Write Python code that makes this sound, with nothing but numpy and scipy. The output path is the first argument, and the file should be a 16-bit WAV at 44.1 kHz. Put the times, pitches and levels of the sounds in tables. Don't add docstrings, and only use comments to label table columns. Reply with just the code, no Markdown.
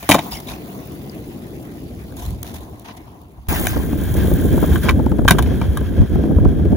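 import sys
import numpy as np
from scipy import signal
from scipy.fft import rfft, irfft, next_fast_len
from scipy.io import wavfile
from scipy.ndimage import uniform_filter1d, map_coordinates

SR = 44100
rng = np.random.default_rng(int(sys.argv[2]) if len(sys.argv) > 2 else 0)


def master(y):
    cut = np.clip(np.atleast_2d(y).T, -1, 1)
    pcm = np.round(cut * 32767)
    wavfile.write(sys.argv[1], SR, pcm.astype(np.int16))


def elevation(decibels):
    levels = np.asarray(decibels, float)
    return 10 ** (levels / 20)


N = 298116
TIME = np.arange(N) / SR
CUT_S = 3.486


def unit(x):
    return x / np.sqrt(np.mean(x ** 2) + 1e-20)


def along(points, hz):
    f, v = np.transpose(points)
    return np.interp(np.log(hz + 1), np.log(f + 1), v)


def gains(rows):
    s, *columns = np.transpose(rows)
    return [elevation(np.interp(TIME, s, c)) for c in columns]


def wobble(rate):
    knots = rng.standard_normal(int(N * rate / SR) + 4)
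    return map_coordinates(knots, [TIME * rate])


def filtered(x, response):
    m = next_fast_len(N + 8192)
    return irfft(rfft(x, m) * response(np.fft.rfftfreq(m, 1 / SR)), m)[..., :N]


def colour(spectrum):
    return lambda hz: elevation(along(spectrum, hz))


def ring(modes):
    def response(f):
        return sum((-1) ** k * elevation(db) * 1j * f * width / (centre * centre - f * f + 1j * f * width)
                   for k, (centre, width, db) in enumerate(modes))
    return response


def steady(x, span):
    power = np.abs(uniform_filter1d(x ** 2, int(span * SR), axis=-1))
    return unit(x / np.sqrt(power + 0.11 * np.mean(x ** 2)))


def patches(x, patchy_db):
    z = signal.stft(x, nperseg=128)[2]
    field = uniform_filter1d(rng.standard_normal(z.shape[1:]), size=30, axis=1)
    return unit(signal.istft(z * elevation(patchy_db * unit(field)), nperseg=128)[1][:, :N])


def swells(rows):
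    return sum(elevation(db) * np.exp(-((TIME - s) / length) ** 2) for s, db, length in rows)


def bursts(rows, rise, edge):
    env = np.zeros(N + SR)
    t = np.arange(SR // 5) / SR
    for s, db, length in rows:
        fall = np.exp(-(t / max(length, .001)) ** edge)
        env[round(s * SR):][:len(t)] += elevation(db) * (1 - np.exp(-t / rise)) * fall
    return env[:N]


def touches(times, db):
    samples = np.round(np.multiply(times, SR)).astype(int)
    return np.bincount(samples, elevation(db + np.zeros(len(times))), N)


def ring_peak(modes):
    return np.abs(filtered(touches([.01], 0), ring(modes))).max()


def stones(rough_db, rate):
    return rng.standard_normal((2, N)) * elevation(rough_db * wobble(rate))


# hz, share (0-1)
AIR_SHARE = [(60, 0.67), (130, 0.02), (200, 0.38), (290, 0.6), (400, 0.86), (640, 0.13)]


def eddies(spectrum):
    air = filtered(rng.standard_normal((3, N)), colour(spectrum))
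    share = lambda hz: np.clip(along(AIR_SHARE, hz), 0, 1)
    strong = filtered(air, lambda hz: np.sqrt([share(hz), 1 - share(hz), 1 - share(hz)]))
    calm = 0.89
    light = np.sqrt(calm) * air[0] + np.sqrt(1 - calm) * air[1:]
    return np.where(TIME < CUT_S, light, strong[0] + strong[1:])


# time_s, level_db
WIND_STRENGTH = [(0, -49), (1, -47.5), (1.7, -46), (2.15, -37.5), (2.45, -41.5), (2.9, -52.5),
                 (3.48, -47.5), (3.49, -27.5), (3.9, -25), (4.15, -24), (4.4, -19.5), (4.7, -22), (5, -22),
                 (5.5, -21), (5.8, -25.5), (6.04, -21), (6.08, -31), (6.12, -21), (6.2, -21.5), (6.55, -22),
                 (6.76, -19)]
# centre_s, level_db, length_s
SOFT_THUMPS = [(.13, -37.5, 0.063), (.34, -38.5, 0.028), (.52, -36, 0.019), (1.39, -55, 0.026),
               (1.8, -57, 0.043), (2.3, -27, 0.048), (2.58, -40.5, 0.054), (2.73, -43, 0.017),
               (3.4, -41, 0.017), (3.495, -20, 0.012), (3.8, -21, 0.0057), (4.2, -28, 0.013),
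               (4.34, -17, 0.0089), (4.61, -40, 0.016), (4.72, -18, 0.03), (4.93, -25, 0.037),
               (5.26, -21.5, 0.037), (5.41, -12, 0.0051), (5.7, -18, 0.01), (6.01, -7, 0.019),
               (6.37, -12, 0.0084), (6.48, -12, 0.02), (6.71, -39, 0.0076)]
# centre_s, level_db, length_s
LOW_SWELLS = [(3.525, -24.5, 0.025), (3.607, -23, 0.011), (3.77, -20, 0.012), (3.94, -26.5, 0.062),
              (4.2, -25, 0.045), (4.34, -22.5, 0.029), (4.555, -25, 0.047), (4.7, -28, 0.048),
              (4.85, -18, 0.013), (4.97, -24, 0.082), (5.317, -1, 0.0046), (5.35, -26, 0.03),
              (5.46, -40, 0.028), (6.03, -24, 0.015), (6.31, -13.5, 0.017), (6.46, -10, 0.01),
              (6.67, -20, 0.0081), (6.73, -17, 0.0067)]
# start_s, level_db, left_over_right_db
STRONG_PUFFS = [(3.764, -13.5, 3), (3.835, -21, 3), (3.887, -26, -3), (3.93, -16, 0), (4.182, -20, -2),
                (4.244, -14, 6), (4.315, -12.5, 2), (4.577, -12, 4.5), (4.625, -15, 2), (4.843, -15.5, -4),
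                (4.994, -16.5, 9), (5.063, -10.5, 5), (5.118, -13, 5.5), (5.186, -20, 9), (5.25, -10, 5),
                (5.99, -19.5, 1), (6.017, -15.5, 2), (6.156, -14.5, 4.5), (6.238, -14.5, -1.5),
                (6.3, -26, 6), (6.366, -21, 5), (6.451, -12, -2.5), (6.654, -18.5, 5), (6.72, -22.5, 13)]
# hz, level_db (per Hz)
BUFFET_SPECTRUM = [(15, -32.5), (35, -10), (62, 9), (100, 1), (160, -7), (300, -33), (1500, -120)]
FLUTTER_SPECTRUM = [(80, -18), (150, 5.5), (280, 1.5), (450, -8), (680, -17), (850, -28), (1300, -39.5),
                    (2500, -66.5), (5000, -120)]
PUFF_SPECTRUM = [(40, 3), (120, -3.5), (300, 0), (600, -11.5), (1100, -28), (1600, -71), (2500, -48),
                 (5000, -120)]
SNAP_SPECTRUM = [(150, -40), (450, -3), (900, 0), (1400, -8), (1900, -30), (3000, -120)]
# centre_hz, width_hz, level_db
PUSH_MODE = [(416, 240, 0)]


def sharp_puffs(strength_db):
    count = 50
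    when = rng.uniform(0, TIME[-1], count)
    size, lean = rng.standard_normal((count, 2)).T
    small_db = np.interp(when, TIME, strength_db) + 5 - 3 * size
    small = np.transpose([when, small_db, 2.9 * lean])
    s, db, pan_db = np.vstack([STRONG_PUFFS, small]).T
    length = np.full(len(s), .008)
    sides_db = [db + side * pan_db / 2 for side in (1, -1)]
    env = np.array([bursts(zip(s, side_db, length), rise=0.0011, edge=2.2) for side_db in sides_db])
    body = env * steady(eddies(PUFF_SPECTRUM), 0.0125)
    snaps = env ** 2 / env.max() * steady(eddies(SNAP_SPECTRUM), 0.015)
    strong = len(STRONG_PUFFS)
    fronts = np.array([touches(s[:strong], side_db[:strong]) for side_db in sides_db])
    push = filtered(fronts, ring(PUSH_MODE)) / ring_peak(PUSH_MODE)
    return body + elevation(-10.0) * snaps + elevation(-11) * push


def wind():
    strength_db = np.interp(TIME, *np.transpose(WIND_STRENGTH))
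    buffet = elevation(strength_db + 2.43 * wobble(12)) + swells(SOFT_THUMPS)
    flutter = elevation(12 + 1.448 * strength_db + 0.37 * wobble(4.5)) + swells(LOW_SWELLS)
    slow = steady(eddies(BUFFET_SPECTRUM), 0.065)
    lumps = elevation(2.2 * wobble(35) + 0.77 * np.array([wobble(60), wobble(60)]))
    fast = unit(lumps * steady(eddies(FLUTTER_SPECTRUM), 0.024))
    return elevation(4.0) * buffet * slow + elevation(-1.0) * flutter * fast + elevation(2.5) * sharp_puffs(strength_db)


# start_s, level_db, treble_over_level_db, length_s
SHOE_SCUFFS = [(0.31, -33, -0.5, 0.069), (0.399, -31, -6, 0.0098), (0.469, -34.5, -8, 0.087),
               (2.163, -41.5, 0, 0.17), (2.26, -39, 6, 0.0055), (2.429, -25, 0.5, 0.0045),
               (2.442, -39, -3.5, 0.084), (2.535, -40.5, -2, 0.052), (2.603, -45.5, -2, 0.044),
               (2.795, -42, 4, 0.0044), (2.844, -37, -14, 0.03), (2.877, -35.5, -20, 0.04),
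               (2.965, -38.5, -7, 0.017), (3.212, -56.5, 5, 0.01), (3.467, -37, -28, 0.006),
               (4.138, -36, 5, 0.011), (4.163, -29.5, -3, 0.02), (5.456, -30.5, -21, 0.019)]
# centre_hz, width_hz, level_db
TICK_MODE = [(4900, 170, 0)]
# hz, level_db (per Hz)
HISS_SPECTRUM = [(300, -49), (500, -10.5), (1000, 8.5), (2000, 8.5), (4000, 2), (6500, -2.5), (8000, -38.5),
                 (12000, -85)]
GRIT_SPECTRUM = [(1500, -79.5), (3500, 6.5), (5000, -9.5), (6500, 2.5), (8500, 5.5), (10500, 6), (13000, 7),
                 (15500, 7), (17000, -11.5)]
# centre_hz, width_hz, level_db
DECK_MODES = [(200, 140, 0), (304, 98, 3), (494, 270, -8), (702, 147, 2), (1052, 167, 3)]
TRUCK_MODES = [(1370, 160, -10.5), (1618, 150, 7), (2316, 130, -21), (3040, 130, -4), (3300, 240, -4),
               (3730, 180, -6)]


def scuffs():
    s, db, treble_db, length = np.transpose(SHOE_SCUFFS)
    drag = patches(stones(rough_db=3.0, rate=250), patchy_db=2.5)

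    def scrape_response(hz):
        trucks = elevation(-15.0) * ring(TRUCK_MODES[2:])(hz)
        deck = elevation(15.0) * ring(DECK_MODES[3:])(hz)
        return elevation(along(HISS_SPECTRUM, hz)) + trucks + deck

    scrape = unit(filtered(drag, scrape_response))
    dust = unit(filtered(drag, colour(GRIT_SPECTRUM)))
    scrape = scrape * bursts(zip(s, db, length), rise=0.0087, edge=2.4)
    dust = dust * bursts(zip(s, db + treble_db, length), rise=0.0016, edge=3.0)
    tick = filtered(touches([1.097], 0), ring(TICK_MODE))
    return elevation(-28) * tick / tick.max() + scrape + dust


# centre_s, level_db, pitch_hz (mean), length_s
RUBBER_SQUEAKS = [(.33, -30, 4800, .014), (0.344, -36.5, 2820, 0.018), (0.341, -33, 5150, 0.014),
                  (0.37, -41, 2050, 0.026), (0.377, -33, 4830, .006), (0.481, -33, 3970, 0.011),
                  (0.493, -40, 3850, 0.012), (0.494, -42, 2420, 0.015), (0.53, -43, 2490, .012),
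                  (3.543, -36, 5730, 0.013), (3.558, -33, 1880, .014), (3.687, -27.5, 6400, 0.0058)]


def squeaks():
    waver = 1 + .05 * wobble(300)
    rough = elevation(5.9 * wobble(400))
    warped_s = np.cumsum(waver) / SR
    tone = sum(swells([(s, db, length)]) * np.sin(2 * np.pi * hz * warped_s)
               for s, db, hz, length in RUBBER_SQUEAKS)
    return rough * tone * [[1], [.3]]


def pebbles():
    count, spread_db = 2500, 12.5
    when, size = rng.uniform(0, 1, (count, 2)).T
    signs = np.sign(rng.standard_normal((2, N)))
    knocks = touches(when * TIME[-1], spread_db * size ** 3) * signs
    response = lambda hz: ring(TRUCK_MODES)(hz) + elevation(-11.0) * ring(TRUCK_MODES[2:3])(hz)
    return unit(filtered(knocks, response))


# time_s, wheels_level_db, grit_level_db
YARD_LEVELS = [(0.0, -56, -45), (0.1, -49, -39), (0.24, -34, -40), (0.4, -38.5, -46.5), (0.6, -36, -48),
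               (0.81, -36, -47.5), (1.39, -36, -50), (1.95, -37, -51), (2.55, -40.5, -53), (2.99, -45, -56),
               (3.26, -49, -61), (3.46, -53.5, -62)]
# time_s, trucks_level_db, grit_level_db
ROAD_LEVELS = [(3.49, -38, -35.5), (3.57, -35, -36.5), (3.63, -39.5, -38), (3.7, -34, -39.5),
               (3.74, -34.5, -45), (3.82, -40.5, -48), (3.95, -43, -49), (4.2, -36.5, -43.5),
               (4.5, -40, -45), (4.7, -34.5, -43), (4.76, -34.5, -42.5), (4.81, -43, -49),
               (4.835, -29.5, -40), (4.89, -35.5, -47), (5.34, -40.5, -51), (5.6, -40.5, -54),
               (6.2, -45, -58.5), (6.76, -46.5, -61)]
# hz, level_db (per Hz)
RUMBLE_SPECTRUM = [(50, -38), (100, -1.5), (190, -0.5), (330, -1.5), (480, -11), (800, -18), (1600, -77),
                   (3500, -120)]


def rolling():
    rumble, hiss = gains(YARD_LEVELS)
    deck = rumble * (elevation(-0.5 - 14 * TIME) + elevation(-4.5) * np.clip(TIME - 1.88, 0, 1))
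    yard_grit = elevation(-8.5) * hiss
    flying = (TIME > 4.9) & (TIME < 5.28)
    trucks, road_grit = gains(ROAD_LEVELS) * elevation(np.outer([-8.5, -6], flying))

    grit = unit(filtered(stones(rough_db=2.5, rate=280), colour(GRIT_SPECTRUM))) * elevation(7.0 + 0.31 * wobble(34))
    dust = elevation(-13) + elevation(-4) * np.exp(-(TIME % CUT_S / 1.22) ** 4)
    grit = grit + dust * unit(filtered(grit, lambda hz: hz > 13500)) * np.abs(grit).mean()

    drum = steady(filtered(stones(rough_db=0.5, rate=39), colour(RUMBLE_SPECTRUM)), 0.11)
    drum = drum * elevation(1.48 * wobble(29.53))
    wood_response = lambda hz: ring(DECK_MODES[3:])(hz) * elevation(along(HISS_SPECTRUM, 3.2 * hz))
    wood = unit(filtered(stones(rough_db=3.5, rate=49), wood_response))
    fizz = patches(filtered(stones(rough_db=1.5, rate=310), colour(HISS_SPECTRUM)), patchy_db=3.5)

    def metal_response(hz):
        deck_part = elevation(-18.0) * ring(DECK_MODES[4:])(hz)
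        return ring(TRUCK_MODES)(hz) + deck_part + elevation(-13.5 + along(HISS_SPECTRUM, hz))

    metal = unit(filtered(stones(rough_db=0.5, rate=70), metal_response))
    yard = rumble * elevation(2.5) * drum + deck * wood + hiss * fizz + yard_grit * grit

    near = np.exp(-np.abs(TIME - CUT_S) / 0.25)
    rattle = elevation(-2.5 + 2.03 * wobble(30)) * metal
    rattle = rattle + elevation(-5.5 + 3.3 * near) * pebbles()
    rattle = rattle + elevation(-5.0 + 13.6 * near) * wood + 2.27 * near * fizz
    return np.where(TIME < CUT_S, yard, trucks * rattle + road_grit * grit)


# start_s, lower_trucks_level_db; relative to that wood_db, highest_deck_mode_db, #
# middle_truck_mode_db, upper_trucks_db, treble_db; then contact_s (some layers stretch or shorten it a little)
BOARD_BLOWS = [(0.027, -49.5, 17, -3.5, 8, -0.5, 11, 0.019), (0.0906, -25.5, 16.5, 18, 1.5, -4, 11, 0.0073),
               (0.097, -27, 19, 0.5, -2.5, 5.5, 13, 0.0089), (0.1101, -25, 3, 5, 8, -0.5, 8.5, 0.0047),
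               (0.1129, -16.5, 4.5, -1, 6, 1, 4, 0.0042), (0.1172, -17, 8, -7, 13, 5, 0.5, 0.005),
               (0.124, -29, 9, 4.5, -3, 0.5, 5.5, 0.031), (0.1435, -21.5, 10.5, 16, 1.5, -3, 9, 0.0032),
               (0.149, -28, 21.5, 1, -1.5, -4.5, 4, 0.0057), (0.16, -36, 11, 3, -5.5, -12, -7.5, 0.013),
               (0.183, -32.5, 8, 8, -2, -5, -5, 0.0063), (0.188, -32, 12, -0.5, 2, 3.5, -1, 0.0094),
               (2.123, -45.5, 7, -2, -8, -5, 2, 0.003), (2.445, -46.5, 14, 9, -6, 0, 2, 0.0036),
               (2.892, -44.5, 7, 9, -6, -6, -2.5, 0.0039), (3.658, -28.5, -9, -9.5, -6, -4, 6, 0.0019),
               (3.669, -14.5, -4, -10, -8.5, -17, -1.5, 0.0028),
               (4.756, -25.5, -16, -2, -20, -9, -10, 0.01), (4.886, -17.5, 2.5, 5, 2, -7, -20.5, 0.0033),
               (4.891, -13.5, -10, -2.5, 2.5, -7, -11.5, 0.005),
               (4.897, -19.5, -19, 0, -7.5, -10, -16, 0.0053), (4.907, -30.5, -4, 1, -6, -16, -6, 0.0091),
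               (5.2791, -9, -11, 2.5, -8, -5, -8, 0.0058), (5.284, -7.5, -18, -6, -10, -11, -8, 0.0044),
               (5.292, -25, -12, -5, -5, -3, -1, 0.013), (5.308, -7, -1, -1.5, -4, -11, -0.5, 0.0054),
               (5.316, -25, 3, 2, -5, -4, -14, 0.0089), (5.384, -21, -1, 3, -13, -4.5, -3.5, 0.0078),
               (5.391, -24, 2, 4.5, -7.5, -14, -5, 0.0054), (5.424, -41, 12, 2, 4, 6, 13, 0.0068),
               (5.615, -42, 22.5, 21, 8.5, 2, -14, 0.0056), (5.771, -28, -2, 2.5, -28, -8.5, -1.5, 0.0077)]


def blows():
    s, db, wood_db, tip_db, middle_db, upper_db, treble_db, contact = np.transpose(BOARD_BLOWS)
    chatter = stones(rough_db=4.5, rate=350)

    def strike(level, length, edge, response):
        env = bursts(zip(s, level, length), rise=.0005, edge=edge)
        return env * steady(filtered(chatter, response), 0.01)

    def knock(level, modes):
        return filtered(touches(s, level), ring(modes)) / ring_peak(modes)

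    wood = strike(db + wood_db, 1.32 * contact, 1.56, ring(DECK_MODES[:4]))
    tip = strike(db + tip_db, 1.02 * contact, 1.15, ring(DECK_MODES[4:]))
    lower = strike(db, contact, 2.7, ring(TRUCK_MODES[:2]))
    middle = strike(db + middle_db, contact, 2.3, ring(TRUCK_MODES[2:3]))
    upper = strike(db + upper_db, 1.24 * contact, 2.5, ring(TRUCK_MODES[3:]))
    crack = strike(db + treble_db, 0.91 * contact, 1.9, colour(GRIT_SPECTRUM))
    crack = crack + strike(db + treble_db - 3.5, np.full(len(s), 0.0012), 1.0, colour(GRIT_SPECTRUM))
    clatter_response = lambda hz: elevation(along(HISS_SPECTRUM, hz / 1.5))
    clatter = elevation(-5.0) * strike(db + (middle_db + treble_db) / 2, 1.16 * contact, 1.0, clatter_response)

    free = knock(db + wood_db, DECK_MODES[1:4]) + knock(db + tip_db, DECK_MODES[4:])
    free = free + knock(db, TRUCK_MODES[:2]) + knock(db + middle_db, TRUCK_MODES[2:3])
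    free = free + elevation(-7.5) * knock(db + upper_db, TRUCK_MODES[3:])
    board = wood + tip + lower + middle + upper + clatter + crack + elevation(-2) * free * [[1], [.3]]

    tail = rng.standard_normal((2, SR // 4)) * elevation(-60 * TIME[:SR // 4] / 0.068)
    tail = tail / np.linalg.norm(tail[0])
    return board + elevation(-9.5) * signal.fftconvolve(board, tail, axes=1)[:, :N]


# hz, left_over_right_db
PAIR_LEAN = [(300, 1.5), (1200, 2.5), (2500, -0.5), (5000, -3), (7500, 1.5)]
# hz, likeness (0-1)
PAIR_LIKENESS = [(200, .97), (1000, .85), (2500, .75), (4500, .45), (6800, .75), (7800, .995),
                 (16000, .995)]


def ports(pair, lead, blur):
    slope = lambda hz: np.interp(hz, *np.transpose(lead))
    phase = lambda hz: slope(hz) - .45 * np.sin(2 * slope(hz))

    def turn(hz):
        likeness = along(PAIR_LIKENESS, hz) ** blur * (1 - 0.59 * np.sin(phase(hz)) ** 2)
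        return np.arccos(np.clip(likeness, 0, 1)) / 2

    def left_right(hz):
        half = elevation(along(PAIR_LEAN, hz) / 2)
        return np.array([half, np.exp(1j * phase(hz)) / half])

    same, other = filtered(pair, lambda hz: np.array([np.cos(turn(hz)), np.sin(turn(hz))]))
    return filtered(np.array([same + other, same - other]), left_right)


# hz, right_leads_rad (before the pull in ports)
YARD_LEAD = [(0, 0), (2000, -2.8), (4000, -4), (6300, -6), (8500, -3.14), (16000, 6.28)]
ROAD_LEAD = [(0, 0), (1200, .7), (3500, -1.1), (4600, -2.8), (6100, 0), (8500, 3.14), (16000, 12.57)]
RIGHT_LEAD = [(0, 0), (500, 1.1), (2000, 1.6), (4000, 3), (4700, 5.2), (6100, 6.28), (8500, 9.42),
              (16000, 18.85)]


def scene():
    wheels = rolling() + scuffs()
    ahead = np.clip((TIME - 3.7) / 0.27, 0, 1)
    road = ahead * ports(wheels, ROAD_LEAD, blur=1.0) + (1 - ahead) * ports(wheels, RIGHT_LEAD, blur=1.0)
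    board = np.where(TIME < CUT_S, ports(wheels, YARD_LEAD, blur=3.3), road)
    return board + ports(blows() + squeaks(), ROAD_LEAD, blur=1.0) + wind()


def roll_off(x):
    return signal.sosfilt(signal.butter(12, 16250, fs=SR, output="sos"), x)


def record(dry):
    clipped = dry / (1 + np.abs(dry / 1.04) ** 6) ** (1 / 6)
    bass_hz, top_hz, steepness = 30, 15900, 150
    band = lambda hz: (1 - 1 / (1 + (hz / bass_hz) ** 4)) / (1 + (hz / top_hz) ** steepness)
    return roll_off(filtered(clipped, band))


dry = scene()
out = record(dry)
master(out)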